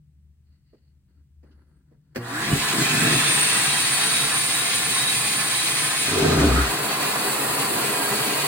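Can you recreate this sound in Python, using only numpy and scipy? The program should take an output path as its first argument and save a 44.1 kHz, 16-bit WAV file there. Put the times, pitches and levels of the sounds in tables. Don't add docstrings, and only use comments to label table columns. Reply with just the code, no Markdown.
import sys
import numpy as np
from scipy import signal
from scipy.fft import rfft, irfft, next_fast_len
from scipy.io import wavfile

SR = 44100
rng = np.random.default_rng(int(sys.argv[2]) if len(sys.argv) > 2 else 0)


def to_wav(s):
    ch = np.atleast_2d(s).T
    pcm = np.round(np.clip(ch, -1, 1) * 32767)
    wavfile.write(sys.argv[1], SR, pcm.astype(np.int16))


N = 373527
TIME = np.arange(N) / SR
FFT_SIZE = next_fast_len(N)
FREQ = np.maximum(np.arange(FFT_SIZE // 2 + 1) * SR / FFT_SIZE, 1)
SWITCH_ON_S, TOP_SPEED_HZ = 2.18, 503.5
CAUGHT_S, SAG_S = 6.06, .38

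# time_s, boost_db
AIR_SWELL = [(2.2, 6), (3.4, 4.5), (4.4, 1.5), (6.05, 0.5)]


def from_db(db):
    return 10 ** (np.asarray(db) / 20)


def unit_power(x):
    return x / np.sqrt(np.mean(x ** 2) + 1e-20)


def over_time(rows):
    times, *columns = np.transpose(rows)
    return [np.interp(TIME, times, column) for column in columns]


def over_freq(rows):
    hz, *columns = np.transpose(rows)
    return [np.interp(np.log(FREQ), np.log(hz), column) for column in columns]


def ramp(start_s, length_s):
    return np.clip((TIME - start_s) / length_s, 0, 1)


def envelope(start_s, end_s, rise_s, fall_s):
    return np.exp(-np.maximum(start_s - TIME, 0) / rise_s - np.maximum(TIME - end_s, 0) / fall_s)


def drift(rate_hz):
    pole = np.exp(-40 * np.pi * rate_hz / SR)
    steps = rng.standard_normal(N // 20 + 4002)
    slow = signal.lfilter([1], [1, -2 * pole, pole * pole], steps)[4000:]
    return np.interp(np.arange(N) / 20, np.arange(len(slow)), unit_power(slow))


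def phase_of(hz):
    return 2 * np.pi * np.cumsum(hz) / SR


def panned(db):
    return from_db(db * np.array([[.5], [-.5]]))


def stereo_white():
    # frequency_hz, likeness (0-1), left_lead_radians
    microphone_pair = [(59, 0.85, -0.5), (147, 1, 0), (240, 1, -0.54), (337, 0.96, 0.3), (425, 0.81, -0.66),
                       (570, 0.29, -1), (1120, 0.64, -.5), (1710, 0.57, -0.55), (2230, 0, 2),
                       (3560, 0.36, 3), (4050, 0.22, 2.5), (5550, 0.55, 3.5), (7530, 0.74, 5), (7300, 1, 5),
                       (10770, 1, 8.5), (15900, 1, 13)]
    alike, lead = over_freq(microphone_pair)
    alike = np.clip(alike, 0, .998)
    left, other = rfft(rng.standard_normal((2, FFT_SIZE)))
    right = (alike * left + np.sqrt(1 - alike ** 2) * other) * np.exp(-1j * lead)
    return np.array([left, right])


def to_sound(spectrum):
    return unit_power(irfft(spectrum, FFT_SIZE)[:, :N])


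def noise(colour):
    return to_sound(stereo_white() * from_db(over_freq(colour)[0]))


def rough_band(hz, width_hz):
    smoothing = signal.butter(2, width_hz / 2, fs=SR, output="sos")
    a, b = signal.sosfilt(smoothing, rng.standard_normal((2, 2, N)))
    phase = phase_of(hz)
    return unit_power(a * np.cos(phase) + b * np.sin(phase))


def buffets(colour, lumpy_db):
    return unit_power(noise(colour) * from_db(lumpy_db * drift(57)))


def quiet_room(deep_hz=74, upper_hz=148, deep_boost_db=6.5, rumble_db=-63, waver=0.52):
    # time_s, deep_db (before its boost), upper_db
    hum_levels = [(0.06, -66, -57), (0.47, -56.5, -74), (0.65, -66, -65), (0.82, -64, -80),
                  (1.47, -58, -70), (1.8, -64, -58), (2.08, -79, -58)]
    # pitch_hz, level_db
    faint_tones = [(127, -66.5), (190, -71.5)]
    # frequency_hz, level_db
    rumble_colour = [(25, -23), (55, 5.5), (100, -4.5), (125, -10), (147, 5), (175, -24), (220, -13),
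                     (300, -19), (500, -32), (1000, -38), (1800, -36), (4500, -39), (7000, -40.5),
                     (15000, -42)]
    deep_db, upper_db = over_time(hum_levels)
    tones = [(deep_hz, deep_db + deep_boost_db), (upper_hz, upper_db)] + list(faint_tones)
    hum = sum(from_db(db) * (1 + waver * drift(12)) * np.sin(phase_of(hz + drift(5.7)))
              for hz, db in tones)
    return (hum + from_db(rumble_db) * noise(rumble_colour)) * panned(2.5)


def hose_rubs(rise_s=0.018, fall_s=0.028, uneven_db=1.5, grain_db=2.0):
    # start_s, end_s, rub_db, rasp_db
    strokes = [(.47, .59, -80, -81), (0.67, .78, -84, -76), (.83, .91, -85, -81), (1.085, 1.217, -75, -87),
               (1.466, 1.65, -62.5, -82), (1.694, 1.807, -68.5, -89), (1.883, 1.947, -70.5, -92),
               (2.03, 2.06, -77, -92), (2.108, 2.15, -66, -82)]
    # frequency_hz, level_db
    rub_colour = [(120, -17), (200, -4), (280, 4.5), (400, -10.5), (520, -13), (780, -22), (950, -15.5),
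                  (1120, -22), (1360, -14), (1520, -16), (1680, -15), (1850, -24), (2000, -20), (2250, -33),
                  (2600, -39), (4500, -40), (6000, -48), (15000, -56)]
    # frequency_hz, level_db
    rasp_colour = [(1000, -20), (1800, -10), (2000, -2), (2300, -15), (2650, -12), (2850, -3), (3150, -16),
                   (3600, -19), (4500, 3), (5500, -24), (15000, -35)]
    rub, rasp = noise(rub_colour), noise(rasp_colour)
    out = sum(envelope(start, end, rise_s, fall_s) * (from_db(rub_db) * rub + from_db(rasp_db) * rasp)
              for start, end, rub_db, rasp_db in strokes)
    return out * from_db(uneven_db * drift(14) + grain_db * drift(70))


def plastic_knocks(room_db=-25, room_fade_s=0.71):
    # time_s, level_db, rise_s, fade_s (to fall 60 dB), thud_boost_db
    hits = [(0.731, -68.5, 0.003, 0.077, 20), (0.744, -72, 0.003, 0.058, 15),
            (1.428, -63, 0.0079, 0.13, 18), (1.91, -71, 0.01, 0.14, 20.5), (2.147, -37, 0.0088, 0.13, -13),
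            (2.159, -26, 0.001, 0.026, -1), (2.166, -32, 0.0013, 0.033, 9), (2.174, -38, 0.0012, 0.045, 11)]
    # frequency_hz, level_db
    snap_colour = [(290, -31), (500, -6), (1210, -16), (1820, -7), (3810, -24.5), (4470, -13.5),
                   (5630, -24), (10100, -30), (12000, -26), (16000, -29)]
    # frequency_hz, level_db
    thud_colour = [(120, -25), (220, 7), (300, 2.5), (470, 2), (700, -11), (1400, -26), (2600, -60)]
    snap, thud, out = noise(snap_colour), noise(thud_colour), 0
    for time_s, db, rise_s, fade_s, thud_boost_db in hits:
        age = np.clip(TIME - time_s, 0, 2)
        rise = 1 - np.exp(-age / rise_s)
        fade = from_db(-60 * age / fade_s) + from_db(room_db - 60 * age / room_fade_s)
        out = out + from_db(db) * rise * fade * (snap + from_db(thud_boost_db) * thud)
    return out


def hose_squeak(wobble=.018, uneven_db=4):
    # time_s, pitch_hz, level_db
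    squeak = [(1.4, 8700, -100), (1.48, 9500, -86), (1.63, 10300, -87), (1.69, 9600, -84),
              (1.87, 8000, -90), (1.93, 7300, -120)]
    hz, db = over_time(squeak)
    level = ramp(squeak[0][0], .02) * from_db(db + uneven_db * drift(12))
    return level * rough_band(hz * (1 + wobble * drift(12)), width_hz=260)


def hose_scrape(level_db=-72):
    # frequency_hz, level_db
    scrape_colour = [(2000, -25), (2850, 3), (3600, -8), (4700, -2), (5300, -7), (7000, -22), (15000, -30)]
    shape = envelope(start_s=1.514, end_s=1.528, rise_s=.003, fall_s=.014)
    return from_db(level_db) * shape * noise(scrape_colour)


def mains_growl(mains_hz=60, surge_db=-27, surge_s=0.12, running_db=-44):
    # multiple of the mains frequency, level_db
    growl_tones = [(2, -5), (4, -12), (6, -12), (8, -15.5)]
    growl = sum(from_db(db) * np.sin(2 * np.pi * multiple * mains_hz * TIME + rng.uniform(0, 2 * np.pi))
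                for multiple, db in growl_tones)
    surge = np.exp(-np.maximum(TIME - SWITCH_ON_S, 0) / surge_s)
    return growl * (from_db(surge_db) * surge + from_db(running_db))


def shaft_speed(sag_hz=9.3):
    # missing_hz, decay_s
    run_up = [(185, .135), (226, .46)]
    age = np.maximum(TIME - SWITCH_ON_S, 0)
    missing = sum(hz * np.exp(-age / decay_s) for hz, decay_s in run_up)
    return TOP_SPEED_HZ - missing - sag_hz * ramp(CAUGHT_S, SAG_S)


def doublings(speed):
    return np.log2(speed / TOP_SPEED_HZ)


def motor_whine(speed, shaft_db=-52, housing_hz=300, housing_width_hz=120, housing_db=20,
                whine_db=-44.5, db_per_doubling=20, wander=0.00122, flicker=0.59):
    # multiple of shaft speed, level_db
    whine_tones = [(3, -4), (4, -17), (5, -2.5), (6, -20), (7, -15), (8, -5.5), (9, 3.5), (18, -0.5)]
    # time_s, boost_db
    whine_boost = [(3.0, 2), (3.6, 2), (4.02, 9.5), (4.2, 5), (4.55, -11), (5.2, 4), (5.6, 2), (6.25, -16),
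                   (6.45, 2.5), (6.68, -3), (7.0, 3.5), (7.15, -5), (7.26, 9), (7.4, -4), (7.65, 1),
                   (7.9, 3.5), (8.1, 3), (8.47, 2.5)]
    phase = phase_of(speed * (1 + wander * drift(23.5)))
    whine = np.zeros((2, N))
    for multiple, db in whine_tones:
        for channel in whine:
            level = from_db(db) * (1 + flicker * drift(19))
            channel += level * np.sin(multiple * phase + flicker * drift(40))
    shaking_db = housing_db / (1 + (2 * (speed - housing_hz) / housing_width_hz) ** 2)
    whine_gain = from_db(whine_db + db_per_doubling * doublings(speed) + over_time(whine_boost)[0])
    return from_db(shaft_db + shaking_db) * np.sin(phase) + whine_gain * whine


def brush_rasp(speed, multiple=18, level_db=-51, peak_s=2.25):
    shape = envelope(peak_s, peak_s, rise_s=0.096, fall_s=0.12)
    return from_db(level_db) * shape * rough_band(multiple * speed, width_hz=600)


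def airflow(speed, unsteady_db=1.11, hiss_dip_db=-0.5):
    # frequency_hz, open_db, loaded_db
    air_colour = [(40, -22, -30), (65, -8.5, -16), (100, -13, -19), (125, 0, -6), (300, -11, -11.4),
                  (560, -14, -4.6), (750, -7.8, -2.1), (1500, -1.4, -3.4), (2500, -2.1, -8.6),
                  (3000, -2.6, -10.4), (4200, -3.4, -7.5), (5200, -6.5, -12.5), (5800, -9, -18),
                  (6500, -8.5, -13), (9000, -4.5, -10.5), (11000, -10.5, -5.5), (15000, -17, -16)]
    # pitch_hz, width_hz, open_boost_db, loaded_boost_db
    resonances = [(147, 16.6, 8.5, 11.5), (211, 15.4, 6.5, 12.5), (273.4, 39, 4.5, 12),
                  (325.4, 32, 10.5, 12.5), (407.2, 25, 0, 13.5), (448, 27, 12, 9.5), (493, 16, 9, 4),
                  (620, 43, 6.5, 10.5), (687, 32, 10, 5), (824, 74, 8, 5.5), (995, 26, 3, 7.5),
                  (1059, 43, 4.5, 7), (1150.0, 83, 5, 4.5), (1284, 25, 2.5, 5), (1640, 130, 2, 3.5),
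                  (1740, 46, 8.5, 0.5), (1920, 53, 6, 2.5), (1963, 58, 2, 7), (2160, 62, 0.5, 2.5),
                  (2470, 74, 4, 7.5), (2580, 45, 2, 1), (2650, 86, -1, 6.5), (2860, 180, -6.5, 3.5),
                  (3200, 36, 5, 3.5), (3895, 82, 6.5, 2), (4580, 62, -3.5, 6.5)]
    # time_s, load (0 open, 1 loaded)
    nozzle_load = [(2.16, 0.45), (2.6, 0.34), (3.0, 0.16), (6.05, 0.23), (6.4, 0.29), (6.8, 0.91),
                   (8.47, 0.98)]
    edges = [20, 550, 2000, 7000, 16000]
    # open_db, loaded_db, db_per_doubling of speed, swell_share, cloth_lifted_db, pan_db
    bands = [(-39, -32.5, 11, 1, -0.5, .5), (-33, -29, 9.5, 0.99, -0.5, -0.2),
             (-27.5, -30.5, 19, 0.82, -0.5, -0.5), (-30, -28, 19, 0.72, -4, 0)]
    open_colour, loaded_colour = over_freq(air_colour)
    for hz, width_hz, open_boost_db, loaded_boost_db in resonances:
        peak = 1 / (1 + (2 * (FREQ - hz) / width_hz) ** 2)
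        open_colour = open_colour + open_boost_db * peak
        loaded_colour = loaded_colour + loaded_boost_db * peak
    white = stereo_white()
    open_air, loaded_air = white * from_db(open_colour), white * from_db(loaded_colour)
    load, swell_db = over_time(nozzle_load)[0], over_time(AIR_SWELL)[0]
    caught = load * ramp(CAUGHT_S, SAG_S)
    lifted = envelope(start_s=6.32, end_s=6.7, rise_s=0.12, fall_s=0.41)
    out = 0
    for low_hz, high_hz, settings in zip(edges, edges[1:], bands):
        open_db, loaded_db, db_per_doubling, swell_share, cloth_lifted_db, pan_db = settings
        band = (FREQ >= low_hz) & (FREQ < high_hz)
        db = open_db + (loaded_db - open_db) * caught + db_per_doubling * doublings(speed)
        db += swell_share * swell_db + cloth_lifted_db * lifted
        if high_hz == edges[-1]:
            db += hiss_dip_db * whistling()
        air = (1 - load) * to_sound(open_air * band) + load * to_sound(loaded_air * band)
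        out = out + from_db(db + unsteady_db * drift(16.0)) * panned(pan_db) * air
    return out


def wandering_echoes(x, count=7, first_s=.003, last_s=.022, sway_s=0.0001395, echo_db=-4, low_cut_hz=600):
    bright = signal.sosfilt(signal.butter(2, low_cut_hz, "high", fs=SR, output="sos"), x)
    echoes = 0
    for delay_s in np.geomspace(first_s, last_s, count):
        earlier = TIME - delay_s - sway_s * drift(0.61)
        echoes = echoes + np.array([np.interp(earlier, TIME, channel) for channel in bright])
    return x + from_db(echo_db) * echoes / np.sqrt(count)


def fan_howl(speed):
    # peak_s, multiple of shaft speed, width_hz, level_db, rise_s, fall_s
    howls = [(2.37, 5.1, 420, -30.5, 0.045, 0.16), (2.48, 6.3, 400, -37, .04, .15),
             (3, 3.2, 320, -30.5, 0.1, 0.17), (3.06, 3.7, 210, -30, 0.25, 0.55),
             (2.86, 5.5, 250, -27, 0.015, 0.78), (3.25, 7.27, 90, -32, 0.27, 0.39),
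             (3.4, 9, 40, -39, 0.25, .2)]
    return sum(from_db(db) * envelope(peak_s, peak_s, rise, fall) * rough_band(multiple * speed, width)
               for peak_s, multiple, width, db, rise, fall in howls)


def exhaust(puff_s=2.53, puff_db=-26):
    # frequency_hz, level_db
    puff_colour = [(20, -22), (45, 0), (80, -4), (130, -3), (210, 2), (300, -11), (500, -28), (1000, -50)]
    # peak_s, level_db
    gust_peaks = [(2.41, -36), (2.535, -19.5), (2.768, -22), (2.82, -26), (2.955, -21.5), (3.04, -22),
                  (3.11, -19.5), (3.155, -26), (3.3, -35), (7.72, -28.5), (7.8, -41), (8.13, -35)]
    # frequency_hz, level_db
    gust_colour = [(18, -56), (30, -30), (91, -29), (140, 6.5), (187, -11), (250, -3), (340, -7.5),
                   (410, -7.5), (552, -26), (700, -14), (910, -36), (1540, -120)]
    puff = from_db(puff_db) * envelope(puff_s, puff_s, rise_s=0.061, fall_s=0.046)
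    gusts = sum(from_db(db) * envelope(s, s, rise_s=0.027, fall_s=0.034) for s, db in gust_peaks)
    return puff * buffets(puff_colour, lumpy_db=-0.5) + gusts * buffets(gust_colour, lumpy_db=2.0)


def air_chirps(length_s=0.016, rise_hz_per_s=500, wobble=0.0041, left_lead_radians=0.87):
    # peak_s, pitch_hz, level_db
    notes = [(2.44, 1940, -37), (2.53, 2945, -34), (2.635, 2945, -34), (2.73, 2955, -38), (4.05, 3805, -32),
             (4.15, 3820, -28), (4.552, 3840, -30), (4.604, 3835, -30), (4.75, 3815, -42),
             (5.01, 3845, -33), (5.1, 3825, -35), (5.543, 3850, -33), (5.6, 3900, -31.5)]
    out, unsteady = np.zeros((2, N)), 1 + wobble * drift(42)
    for peak_s, hz, db in notes:
        near = np.abs(TIME - peak_s) < .1
        age = TIME[near] - peak_s
        phase = phase_of((hz + rise_hz_per_s * age) * unsteady[near])
        level = np.sqrt(2) * from_db(db) * np.exp(-(age / length_s) ** 2)
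        out[:, near] += level * np.sin([phase + left_lead_radians, phase])
    return out


def whistling():
    return ramp(start_s=2.95, length_s=0.39) * (1 - ramp(CAUGHT_S + 0.022, length_s=0.12))


def hose_whistle(speed, base_hz=8995, hz_per_shaft_hz=7.5, creep_hz_per_s=40, level_db=-29.5,
                 side_db=-10, flicker_db=1.5, waver=.0012):
    # ratio to the whistle's pitch, width_hz, level_db
    hose_notes = [(.9, 120, -13), (.972, 120, -10), (1, 45, 0), (1.026, 50, -1), (1.051, 70, -4),
                  (1.077, 90, -7)]
    pitch = base_hz + hz_per_shaft_hz * (speed - TOP_SPEED_HZ) + creep_hz_per_s * (TIME - SWITCH_ON_S)
    out = 0
    for ratio, width_hz, db in hose_notes:
        phase = phase_of(pitch * ratio * (1 + waver * drift(3)))
        middle, side = [drift(width_hz / 2) * np.cos(phase) + drift(width_hz / 2) * np.sin(phase)
                        for _ in range(2)]
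        note = middle + from_db(side_db) * side * [[1], [-1]]
        out = out + from_db(db + flicker_db * drift(2.4)) * note
    return unit_power(out) * whistling() * from_db(level_db + over_time(AIR_SWELL)[0])


def wand_whistle(pitch_hz=3820, width_hz=55, flicker_db=2.0):
    # time_s, level_db
    wand_level = [(3.5, -57), (4.0, -31), (4.25, -34), (4.45, -45), (5.1, -32), (5.3, -53), (6.05, -46)]
    level = whistling() * from_db(over_time(wand_level)[0] + flicker_db * drift(13))
    return level * rough_band(np.full(N, pitch_hz), width_hz)


def cloth_rumble(level_db=-20.5):
    # frequency_hz, level_db
    cloth_colour = [(53, -33), (90, -10), (103, -17), (155, 5), (183, -11), (279, -1.5), (347, -12),
                    (391, 1.5), (568, -16), (672, -7), (876, -18), (1230, -14), (1600, -15), (2080, -40),
                    (3520, -120)]
    shape = envelope(start_s=6.22, end_s=6.506, rise_s=0.1, fall_s=0.1)
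    return from_db(level_db) * shape * buffets(cloth_colour, lumpy_db=1.0) * panned(0.4)


def cloth_flutter(start_hz=95, slowing_hz_per_s=57, level_db=-20.0, jitter=0.091,
                  uneven_db=-0.5, overtone_db=-13):
    rate_hz = start_hz - slowing_hz_per_s * np.clip(TIME - CAUGHT_S, 0, 1)
    phase = phase_of(rate_hz * (1 + jitter * drift(27.4)))
    tone = np.sin(phase) + from_db(overtone_db) * np.sin(2 * phase)
    flaps = unit_power(tone * from_db(uneven_db * drift(28.2)))
    shape = envelope(start_s=6.5, end_s=6.62, rise_s=0.18, fall_s=0.034)
    return from_db(level_db) * shape * flaps * panned(2.5)


def cloth_slaps():
    # time_s, strength_db
    slaps = [(6.084, -25), (6.133, -23), (6.226, -11), (6.312, -18), (6.378, -13), (6.4152, -11.5),
             (6.4432, -10), (6.4535, -16), (6.470, -11.5), (6.583, -16)]
    # pitch_hz, level_db, decay_s
    wand_notes = [(283, -0.5, 0.012), (397, -11.5, 0.0079), (680, -17, 0.0037)]
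    hits = np.zeros(N)
    for time_s, db in slaps:
        hits[int(time_s * SR)] = from_db(db)
    age = TIME[:SR // 10]
    ringing = sum(from_db(db) * np.exp(-age / decay_s) * np.sin(2 * np.pi * hz * age)
                  for hz, db, decay_s in wand_notes)
    return signal.oaconvolve(hits, ringing)[:N]


def cloth_buzz(rise_s=0.013, fall_s=.022):
    # start_s, end_s, pitch_hz, width_hz, level_db
    buzzes = [(6.175, 6.337, 388, 55, -25), (6.38, 6.44, 1403, 400, -33), (6.563, 6.595, 1265, 60, -26),
              (6.568, 6.638, 1470, 400, -28.5)]
    return sum(from_db(db) * envelope(start, end, rise_s, fall_s) * rough_band(np.full(N, hz), width)
               for start, end, hz, width, db in buzzes)


def scene():
    speed = shaft_speed()
    air = wandering_echoes(airflow(speed)) + fan_howl(speed)
    air = air + hose_whistle(speed) + wand_whistle() + air_chirps() + exhaust()
    motor = motor_whine(speed) + brush_rasp(speed) + mains_growl()
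    machine = ramp(SWITCH_ON_S, .01) * (air + motor)
    cloth = ramp(CAUGHT_S, 0.027) * (cloth_rumble() + cloth_flutter() + cloth_slaps() + cloth_buzz())
    handling = plastic_knocks() + hose_rubs() + hose_scrape() + hose_squeak()
    return machine + cloth + handling + quiet_room()


def record(dry, low_cut_hz=36, high_cut_hz=15900):
    lean = signal.sosfilt(signal.butter(2, low_cut_hz, "high", fs=SR, output="sos"), dry)
    return signal.sosfilt(signal.ellip(12, .1, 80, high_cut_hz, fs=SR, output="sos"), lean)


dry = scene()
out = record(dry)
to_wav(out)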